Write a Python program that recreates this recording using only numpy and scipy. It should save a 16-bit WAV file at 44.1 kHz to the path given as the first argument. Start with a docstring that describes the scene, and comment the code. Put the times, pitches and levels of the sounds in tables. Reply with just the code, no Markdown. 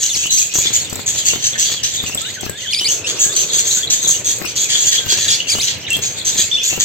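"""Rasping squawks open the chatter of a flock of budgerigars in a small, hard-walled indoor aviary.
Fast warbles, peeps, soft croons and whistles join them. Each voice comes from the membranes of the
syrinx: steady oscillation gives a whistle, short uneven bursts with turbulence give a rasp.
Wings clap, beaks click and feathers rustle. Reflections from the walls blur the calls
over a low rumble and a hollow murmur."""
import sys
import numpy as np
from scipy import signal
from scipy.fft import rfft, irfft
from scipy.io import wavfile
from scipy.ndimage import uniform_filter1d

SR = 44100
rng = np.random.default_rng(int(sys.argv[2]) if len(sys.argv) > 2 else 0)


def digitize_waveform(pressure):
    """Quantize a signal to 16-bit integers and store it at the path in sys.argv[1].

    Rows of a 2-D input are taken as channels; values are limited to [-1, 1].
    """
    field = np.atleast_2d(pressure).T
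    bounded = np.clip(field, -1, 1)
    quanta = np.round(bounded * 32767).astype(np.int16)
    wavfile.write(sys.argv[1], SR, quanta)


N = 301644

# loud squawks: t/s, duration/s, bright band level/dB, level of the octave below/dB, rise time/s
SQUAWK_CALLS = [ (-.02, 0.094, -18.5, -27.5, 0.056), (0.151, 0.096, -21, -29, 0.01),
                (0.302, 0.13, -15.5, -27.5, 0.0067), (0.538, .087, -16.5, -29, 0.002),
                (0.637, 0.052, -25, -23, .004), (0.728, 0.046, -15, -24.5, .005),
                (1.059, 0.049, -17, -27.5, .009), (1.158, 0.048, -21, -26.5, 0.018),
                (1.24, .058, -15, -23, .03), (1.422, 0.057, -18, -24.5, 0.0076),
                (1.578, .06, -16, -23, 0.008), (1.646, 0.1, -25, -25.5, 0.0055),
                (1.829, 0.023, -17, -20.5, 0.0048), (1.934, 0.036, -23.5, -30, 0.0052),
                (2.058, 0.034, -27, -39, 0.0073), (2.251, 0.033, -35, -43, .015),
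                (2.875, .064, -18, -29, 0.0093), (3.054, 0.058, -22, -23.5, 0.019),
                (3.188, 0.075, -14, -26.5, 0.014), (3.346, 0.097, -18, -25.5, 0.012),
                (3.516, .098, -17.5, -24, .022), (3.64, 0.15, -18.5, -28.5, 0.031),
                (3.897, 0.049, -14.5, -23, .008), (4.009, 0.049, -20.5, -37, 0.021),
                (4.071, 0.065, -14.5, -28.5, 0.0045), (4.243, 0.078, -17, -27, 0.0072),
                (4.548, 0.1, -19, -26, 0.021), (4.684, 0.091, -19.5, -20, 0.018),
                (4.774, .07, -18.5, -29, 0.0044), (4.843, .054, -16, -23, .028),
                (4.912, 0.058, -18, -20, 0.006), (5.077, 0.074, -19, -19.5, 0.017),
                (5.168, 0.1, -21, -23.5, 0.012), (5.273, 0.071, -20, -18.5, 0.016),
                (5.472, 0.069, -19.5, -24.5, 0.022), (5.606, 0.044, -17.5, -23.5, 0.032),
                (5.666, 0.022, -23, -16, 0.016), (6.014, 0.068, -21, -28, 0.017),
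                (6.246, 0.049, -16.5, -24, 0.012), (6.361, 0.06, -15, -20, 0.02),
                (6.628, 0.08, -17.5, -26, 0.0099), (6.791, 0.054, -16, -20.5, 0.009)]
# spectrum of the turbulence in the body of a rasp: f/Hz, level/dB
RASP_BODY_SPECTRUM = [(700, -53), (1300, -19), (1800, -4.5), (2400, -8), (3200, -1.5), (4300, 6),
                      (5100, -2), (6500, -11.5), (9000, -76)]
# spectrum of the bright edge of a rasp or a beak click: f/Hz, level/dB
EDGE_SPECTRUM = [(4000, -38.5), (5500, -10.5), (6500, -12), (7800, 4.5), (9000, -28), (10500, -42),
                 (12500, -12), (15500, -23)]
# spectrum of crackling quills: f/Hz, level/dB
QUILL_SPECTRUM = [(1500, -23), (4000, 7), (7000, -6), (10000, -27), (13000, 6), (16000, -3)]


def undb(db):
    """Amplitude ratio for a level in decibels."""
    return 10 ** (np.asarray(db) / 20)


def unit(x):
    """Normalisation to an rms of 1."""
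    return x / np.sqrt(np.mean(x ** 2) + 1e-18)


def noise(spectrum, size):
    """Spectral shaping: white noise filtered to (f/Hz, level/dB) points, with an rms of 1."""
    hz, db = np.transpose(spectrum)
    freq = np.maximum(np.fft.rfftfreq(size, 1 / SR), 1)
    gain = undb(np.interp(np.log(freq), np.log(hz), db))
    return unit(irfft(rfft(rng.standard_normal(size)) * gain, size))


def wander(rate_hz, size):
    """Random modulation: straight lines between Gaussian values drawn rate_hz times a second."""
    at = np.arange(size) * rate_hz / SR
    count = int(at[-1]) + 2
    return np.interp(at, np.arange(count), rng.standard_normal(count))


def fade(size, rise_s, fall_s):
    """Trapezoidal envelope."""
    t = np.arange(size) / SR
    return np.clip(t / rise_s, 0, 1) * np.clip((t[-1] - t) / fall_s, 0, 1)


def add(out, start_s, sound, ears_db=(0, 0), lag=0):
    """Interaural cues: mix a sound in at (left, right) levels, lag samples later on the left."""
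    for channel, delay in enumerate((lag, 0)):
        i = int(start_s * SR) + delay
        part = sound[max(-i, 0):max(N - i, 0)]
        i = max(i, 0)
        out[channel, i:i + len(part)] += part * undb(ears_db[channel])


def any_lag(limit=20):
    """Interaural delay in samples for a bird in a random direction."""
    return int(rng.integers(-limit, limit))


def aviary(x, direct_db, wet_db, t60_s=0.27, early_db=-2, early_s=0.0057):
    """Reverberation: early reflections from shelves and pots, then a diffuse tail, unlike at each ear."""
    t = np.arange(SR // 2) / SR
    out = undb(direct_db) * x
    for channel in range(2):
        early = rng.standard_normal(len(t)) * (rng.random(len(t)) < .015) * np.exp(-t / early_s)
        tail = rng.standard_normal(len(t)) * np.exp(-np.log(1000) * t / t60_s) * fade(len(t), 0.0009, .1)
        response = unit((undb(early_db) * unit(early) + unit(tail)) * (t > .001)) / np.sqrt(len(t))
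        out[channel] += undb(wet_db) * signal.fftconvolve(x[channel], response)[:N]
    return out


def syrinx_pulses(size, rate_hz=260, unevenness=.3, open_s=0.0038, scatter_db=4, leak=0.023):
    """A saturating valve: the membranes open in uneven bursts, only so far, and never quite close."""
    gate, at = np.zeros(size), 0
    while at < size:
        period, width, strength = np.clip(rng.standard_normal(3), -2, 2)
        burst = np.hanning(int(open_s * SR * np.exp(0.21 * width)))[:size - at]
        gate[at:at + len(burst)] += burst * undb(scatter_db * strength)
        at += int(SR / rate_hz * np.exp(unevenness * period)) + 1
    return np.tanh(gate + leak)


def squawk(length_s, bright_db, bright_hz, low_db, rise_s, climb_hz_per_s=3000, jitter=0.0614):
    """Amplitude modulation: pulses gate turbulence and a climbing tone with a strong second harmonic."""
    size = int((length_s + 0.0047) * SR)
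    gate = unit(syrinx_pulses(size) * fade(size, rise_s, fall_s=0.014))
    pitch = (bright_hz + climb_hz_per_s * np.arange(size) / SR) / 2
    pitch *= 1 + jitter * wander(600, size) + 0.01994 * wander(70.3, size)
    phase = 2 * np.pi * np.cumsum(pitch) / SR
    even_harmonics = np.sqrt(2) * (np.sin(2 * phase) + undb(-23) * np.sin(4 * phase))
    bright = even_harmonics + undb(-7) * noise(EDGE_SPECTRUM, size)
    body = undb(-6) * np.sqrt(2) * np.sin(phase) + undb(-2) * noise(RASP_BODY_SPECTRUM, size)
    return gate * (undb(bright_db) * unit(bright) + undb(low_db) * body)


def squawks(bright_hz=6503, pitch_scatter=.015):
    """Attack, sustain and release: each scolding call swells, holds, then drops to a fading rasp."""
    trail_s, drop_s, drop_db, decay_db_per_s = .07, 0.011, -7.5, 104
    out = np.zeros((2, N))
    for s, length_s, db, low_db, rise_s in SQUAWK_CALLS:
        hz = bright_hz * (1 + pitch_scatter * rng.standard_normal())
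        call = squawk(length_s + trail_s, db, hz, low_db, rise_s)
        released_s = np.maximum(np.arange(len(call)) / SR - length_s + drop_s / 2, 0)
        effort_db = drop_db * np.minimum(released_s / drop_s, 1) - decay_db_per_s * released_s
        add(out, s, call * undb(effort_db), lag=any_lag())
    return aviary(out, direct_db=0.5, wet_db=0.5)


def rumble(gain_db=2, apart_db=-3, flicker_db=2):
    """Partial coherence: low, wavering room noise, part common to both ears and part separate."""
    # spectrum of the room noise: f/Hz, level/dB
    spectrum = [(25, -47), (50, -19), (88, 2), (130, 1), (240, -7.5), (520, -7), (750, -12), (1200, -19.5),
                (2500, -7.5), (7000, -37), (15000, -101.5)]
    # its slow envelope: t/s, level/dB
    envelope = [(0.0, -42.5), (0.48, -43.5), (0.68, -38), (2.42, -40.5), (2.72, -43.5), (3.09, -39.5),
                (4.88, -39.5), (6.23, -37), (6.57, -41.5), (6.84, -39)]
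    s, db = np.transpose(envelope)
    level = undb(gain_db + np.interp(np.arange(N) / SR, s, db) + flicker_db * wander(45, N))
    common = noise(spectrum, N)
    return level * np.array([common + undb(apart_db) * noise(spectrum, N) for _ in range(2)])


def preening(level_db=-49, grain_db=8, swell_db=5):
    """Granular noise: feathers and claws rustle faintly all the time."""
    grains = unit(undb(grain_db * wander(300, N) + swell_db * wander(9, N)))
    return undb(level_db) * grains * np.array([noise(QUILL_SPECTRUM, N) for _ in range(2)])


def whirr(gain_db=-3, flicker_db=1.5):
    """Modulated band noise: a hollow, fluttering murmur swells and ebbs, stronger on the left."""
    # spectrum of the murmur: f/Hz, level/dB
    spectrum = [(150, -28), (300, 2), (560, 4), (720, -9), (1500, -7), (4000, -56)]
    # its slow envelope: t/s, level/dB
    envelope = [(0, -52), (2.7, -77), (2.85, -34.5), (3.35, -32.5), (3.9, -40), (4.3, -40), (5, -37),
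                (5.4, -46), (6.84, -43)]
    s, db = np.transpose(envelope)
    swell_db = gain_db + np.interp(np.arange(N) / SR, s, db)
    sound = noise(spectrum, N) * undb(swell_db + flicker_db * wander(21.82, N))
    return aviary(np.outer(undb([2, -2]), sound), direct_db=-1, wet_db=-9)


def tone(points, second_db, third_db, half_db, jitter, flutter_db):
    """A harmonic glide through (t/s, f/Hz, level/dB); period doubling gives high notes subharmonics."""
    s, hz, db = np.transpose(points)
    size = int((s[-1] - s[0] + 0.0023) * SR)
    t = s[0] + np.arange(size) / SR
    pitch = uniform_filter1d(np.interp(t, s, hz), size=90) * (1 + jitter * wander(485, size))
    phase = 2 * np.pi * np.cumsum(pitch) / SR
    wave = np.sin(phase)
    for k, overtone_db in ((2, second_db), (3, third_db)):
        throat_damping = 1 + (k * pitch / 10000) ** 6
        wave += undb(overtone_db) * np.sin(k * phase) / throat_damping
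    doubling = np.clip((pitch - 3800) / 500, 0, 1)
    wave += undb(half_db) * doubling * (np.sin(phase / 2) + np.sin(3 * phase / 2) / 2)
    level = undb(np.interp(t, s, db) + flutter_db * wander(220.5, size))
    return np.sqrt(2) * wave * level * fade(size, 0.0012, 0.0041)


def flock_chatter(count=80, swing=0.15, hush_db=-9, hush_s=0.36, far_db=-43):
    """Superposition: quieter birds call and hush with the loud ones; the farthest merge into a wash."""
    out = np.zeros((2, N))
    loud_calls_s = np.array([s + length_s / 2 for s, length_s, *_ in SQUAWK_CALLS])

    def hush(s):
        """The level in dB falls with time from the nearest loud call."""
        return hush_db * min(np.abs(loud_calls_s - s).min() / hush_s, 1)

    slot_s = N / SR / count
    for k, (rasps_at, length, pitch, softness, sings_at) in enumerate(rng.random((count, 5))):
        length_s = .03 + .06 * length
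        rasp_s, sing_s = (k + rasps_at) * slot_s, (k + sings_at) * slot_s
        call = squawk(length_s, bright_db=-31, bright_hz=5600 + 1600 * pitch, low_db=-33, rise_s=0.019)
        add(out, rasp_s, call * undb(hush(rasp_s + length_s) - 7.2 * softness), lag=any_lag())
        centre_hz = 2400 + 1600 * pitch
        turns = [(s, centre_hz * np.exp(swing * rng.uniform(-0.92, 1)), -33)
                 for s in np.linspace(0, length_s, 4)]
        warble = tone(turns, second_db=-8, third_db=-40, half_db=-10, jitter=.035, flutter_db=5)
        add(out, sing_s, warble * undb(hush(sing_s + length_s) - 10.3 * softness), lag=any_lag())
    chatter = aviary(out, direct_db=1.5, wet_db=3.5)
    wash = np.array([noise(RASP_BODY_SPECTRUM, N) for _ in range(2)])
    return chatter + undb(far_db) * wash


def arc(length_s, first_hz, middle_hz, last_hz, db, ends_db, count=13):
    """Parabolic contours of pitch and level over one note, as (t/s, f/Hz, level/dB) points."""
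    u = np.linspace(-1, 1, count)
    hz = middle_hz + u * (last_hz - first_hz) / 2 + u ** 2 * ((first_hz + last_hz) / 2 - middle_hz)
    return np.transpose([(u + 1) / 2 * length_s, hz, db + ends_db * u ** 2])


def song():
    """Frequency modulation: quick, hoarse warbles from so close that the direct sound dominates."""
    # held notes and loud flicks: t/s, duration/s, first f/Hz, middle f/Hz, last f/Hz, level/dB
    syllables = [ (.08, .03, 5000, 3900, 3500, -21), (.112, .018, 6400, 6900, 6100, -16),
                 (.131, .026, 6200, 5600, 3900, -17), (.162, .018, 4200, 5700, 6100, -18),
                 (.374, .025, 4370, 5300, 5970, -18), (2.709, .018, 5000, 4100, 5200, -20),
                 (2.724, .016, 3500, 2800, 2300, -18), (2.732, .012, 5600, 4700, 4400, -15),
                 (2.743, .007, 5500, 4400, 3300, -10), (2.75, .04, 4650, 4650, 5300, -17),
                 (2.789, .011, 3200, 4200, 5700, -12), (2.8, .043, 3100, 3000, 3050, -18),
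                 (2.844, .009, 4700, 4300, 3200, -15), (2.852, .021, 3900, 4700, 5100, -12),
                 (2.872, .006, 5400, 4400, 3100, -13), (2.878, .028, 3050, 2950, 3000, -19),
                 (3.044, .032, 2750, 2650, 3250, -21), (4.45, .022, 2900, 2750, 3100, -25),
                 (4.474, .028, 5700, 6500, 4900, -25), (5.275, .028, 4100, 3750, 3600, -17),
                 (5.302, .021, 4500, 6900, 5500, -15), (5.325, .022, 5900, 5500, 4300, -18),
                 (5.348, .02, 3600, 5400, 6300, -17), (5.488, .026, 4700, 4900, 5600, -16),
                 (5.515, .016, 4400, 4700, 4600, -12), (5.533, .02, 3900, 4300, 5400, -21),
                 (5.553, .045, 2950, 2950, 3050, -23), (5.598, .024, 3600, 4400, 5600, -16),
                 (5.621, .016, 4100, 3500, 3400, -21)]
    out = np.zeros((2, N))
    for s, *syllable in syllables:
        glide = arc(*syllable, ends_db=-1)
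        note = tone(glide, second_db=-7, third_db=-8, half_db=-11, jitter=.026, flutter_db=2)
        hoarseness = unit(.9 + syrinx_pulses(len(note)))
        add(out, s, note * hoarseness, lag=any_lag(limit=3))
    return aviary(out, direct_db=-2.5, wet_db=-11)


def wings(lead_s=.03, swish_s=0.029, clap_s=.0024, snap_s=0.00067, crackle_s=.018, grain_db=7):
    """Flow noise and impact: feathers swish, the stroke ends in a clap and snap, and quills crackle."""
    # flurries of wingbeats: t/s, number of beats, period/s, level/dB
    flurries = [(0.162, 2, 0.095, -20), (0.555, 2, 0.03, -15), (.656, 2, 0.049, -22.5),
                (.927, 3, 0.033, -17), (1.335, 2, .024, -15), (1.698, 3, 0.022, -19.5),
                (2.039, 3, 0.057, -18), (2.432, 3, .032, -17), (2.814, 1, .03, -20.5), (3.264, 1, .03, -20),
                (4.044, 3, 0.025, -19), (4.417, 2, .03, -15), (5.066, 3, 0.058, -16),
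                (5.551, 2, 0.034, -15.5), (5.967, 2, .024, -18.5), (6.359, 2, 0.034, -18.5),
                (6.73, 2, 0.047, -15)]
    # spectrum of the swish and clap: f/Hz, level/dB
    wing_spectrum = [(30, -46), (90, 7.5), (200, 5.5), (500, -0.5), (1000, -5.5), (2500, -9), (7000, -67.5),
                     (15000, -52)]
    # spectrum of the snap of a wing tip: f/Hz, level/dB
    snap_spectrum = [(210, -5), (700, 7), (2500, -3), (8000, -39), (16000, -42)]
    out = np.zeros((2, N))
    t = np.arange(SR // 8) / SR - lead_s  # zero at the clap
    clap = np.clip(t / 0.00057, 0, 1) * np.exp(-np.abs(t) / clap_s)
    swish = undb(-16) * np.exp(-np.abs(t) / swish_s)
    for start_s, beats, period_s, db in flurries:
        for k in range(beats):
            s = start_s + k * period_s - lead_s
            snap = undb(-6) * (t > 0) * np.exp(-np.abs(t) / snap_s) * noise(snap_spectrum, len(t))
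            stroke = (clap + swish) * noise(wing_spectrum, len(t)) + snap
            add(out, s, undb(db) * stroke, ears_db=(2, -19.15), lag=any_lag())
            crackle = unit(undb(grain_db * wander(460, len(t)))) * np.exp(-np.abs(t) / crackle_s)
            add(out, s, undb(db - 14) * crackle * noise(QUILL_SPECTRUM, len(t)), lag=any_lag())
    return aviary(out, direct_db=0, wet_db=-10)


def peeps():
    """Jitter and pulse modulation: short, shaky, rasping notes from around the room."""
    # straight glides: t/s, duration/s, first f/Hz, last f/Hz, level/dB
    notes = [ (0.231, 0.054, 2820, 3010, -20), (0.294, 0.049, 3940, 4070, -19.5),
             (0.65, 0.039, 3420, 3580, -20), (1.298, 0.076, 2820, 3115, -22.5),
             (1.532, 0.018, 3787, 3130, -20), (1.542, 0.019, 2130, 1700, -24),
             (1.769, 0.037, 3290, 2990, -22), (1.974, 0.043, 3800, 3350, -24),
             (2.062, 0.017, 2860, 2750, -22), (2.12, 0.023, 2650, 2920, -25.5),
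             (2.174, 0.016, 3440, 3400, -18.5), (2.247, 0.016, 2730, 3100, -19.5),
             (2.66, 0.051, 3120, 3560, -21.5), (3.014, 0.019, 3620, 2650, -32),
             (3.494, 0.019, 4050, 3840, -22), (3.708, .024, 3940, 4220, -23),
             (3.824, 0.0274, 3360, 3170, -21.5), (3.872, 0.013, 3930, 3760, -17),
             (4.046, .018, 3930, 3500, -21), (4.71, 0.057, 3220, 3430, -20),
             (4.978, 0.021, 3220, 3460, -16), (5.387, 0.039, 2756, 3290, -21),
             (5.456, 0.039, 2710, 3220, -24), (6.703, 0.059, 2664, 2800, -25.5)]
    out = np.zeros((2, N))
    for s, length_s, first_hz, last_hz, db in notes:
        glide = [(s, first_hz, db), (s + length_s, last_hz, db)]
        note = tone(glide, second_db=-38, third_db=-77, half_db=-26, jitter=.035, flutter_db=5.5)
        rasp = unit(.6 + syrinx_pulses(len(note)))
        add(out, s, note * rasp, lag=any_lag())
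    return aviary(out, direct_db=-5.0, wet_db=-5.5)


def beaks(decay_s=.0024):
    """Damped transients: each beak click is a burst of bright noise that decays exponentially."""
    # beak clicks: t/s, level/dB
    clicks = [(.266, -13), (.8965, -14), (.929, -12), (.9552, -9), (2.147, -8), (2.174, -13), (2.2169, -13),
              (2.409, -11), (2.4954, -13), (4.3844, -13), (4.4517, -13), (5.5831, -8), (5.9031, -9),
              (5.9302, -9), (5.9664, -9)]
    out = np.zeros((2, N))
    t = np.arange(SR // 40) / SR
    envelope = np.exp(-t / decay_s) * fade(len(t), .001, .001)
    for s, db in clicks:
        add(out, s, undb(db) * envelope * noise(EDGE_SPECTRUM, len(t)), lag=any_lag(limit=4))
    return aviary(out, direct_db=0, wet_db=-3)


def croons():
    """Slow frequency modulation: soft, low glides with weak harmonics."""
    # crooned notes: t/s, duration/s, first f/Hz, middle f/Hz, last f/Hz, level/dB
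    notes = [(2.21, 0.11, 1280, 1556, 2270, -40), (2.355, 0.035, 2020, 1620, 1460, -34.5),
             (2.46, 0.15, 1790, 1620, 2160, -41), (2.63, .04, 2040, 1900, 1490, -34.5),
             (3.24, 0.082, 1740, 1614, 1880, -39), (3.76, 0.087, 1477, 1573, 2100, -42),
             (5.008, .19, 1620, 1573, 1830, -38), (5.19, .08, 1786, 1770, 1630, -35.5)]
    out = np.zeros((2, N))
    for s, *note in notes:
        glide = arc(*note, ends_db=-2.5)
        add(out, s, tone(glide, second_db=-15, third_db=-33, half_db=-30, jitter=0.0097, flutter_db=1))
    return aviary(out, direct_db=0.5, wet_db=-2.5)


def whistles():
    """Nearly sinusoidal oscillation: pure contact calls."""
    # whistled notes: t/s, duration/s, first f/Hz, middle f/Hz, last f/Hz, level/dB
    notes = [ (5.845, 0.018, 3100, 2950, 2850, -26), (5.866, 0.013, 3340, 3940, 3200, -18.5),
             (5.878, 0.015, 2880, 1970, 1800, -25), (5.886, 0.014, 3950, 3850, 3700, -47),
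             (5.904, 0.031, 2780, 2705, 2760, -15.5), (5.931, 0.033, 3165, 3265, 3460, -18.5),
             (6.513, 0.023, 3340, 3570, 3480, -13), (6.537, 0.021, 3470, 3515, 3540, -14),
             (6.569, 0.07, 2620, 3340, 3400, -21.5)]
    out = np.zeros((2, N))
    for s, *note in notes:
        glide = arc(*note, ends_db=1.5)
        call = tone(glide, second_db=-37, third_db=-56, half_db=-25, jitter=0.011, flutter_db=3)
        add(out, s, call, lag=2)
    return aviary(out, direct_db=-3.5, wet_db=-3.5)


def scene():
    """Linear superposition of the voices, the birds' movements and the room noise."""
    voices = squawks() + song() + whistles() + peeps() + croons() + flock_chatter()
    return voices + wings() + beaks() + preening() + whirr() + rumble()


def record(dry):
    """Clipping and band limiting: peaks stop at full scale, then a steep low-pass cuts the top."""
    cutoff_hz = 16200
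    lowpass = signal.ellip(10, .1, 70, cutoff_hz, fs=SR, output="sos")
    return signal.sosfilt(lowpass, np.clip(dry, -1, 1))


dry = scene()
out = record(dry)
digitize_waveform(out)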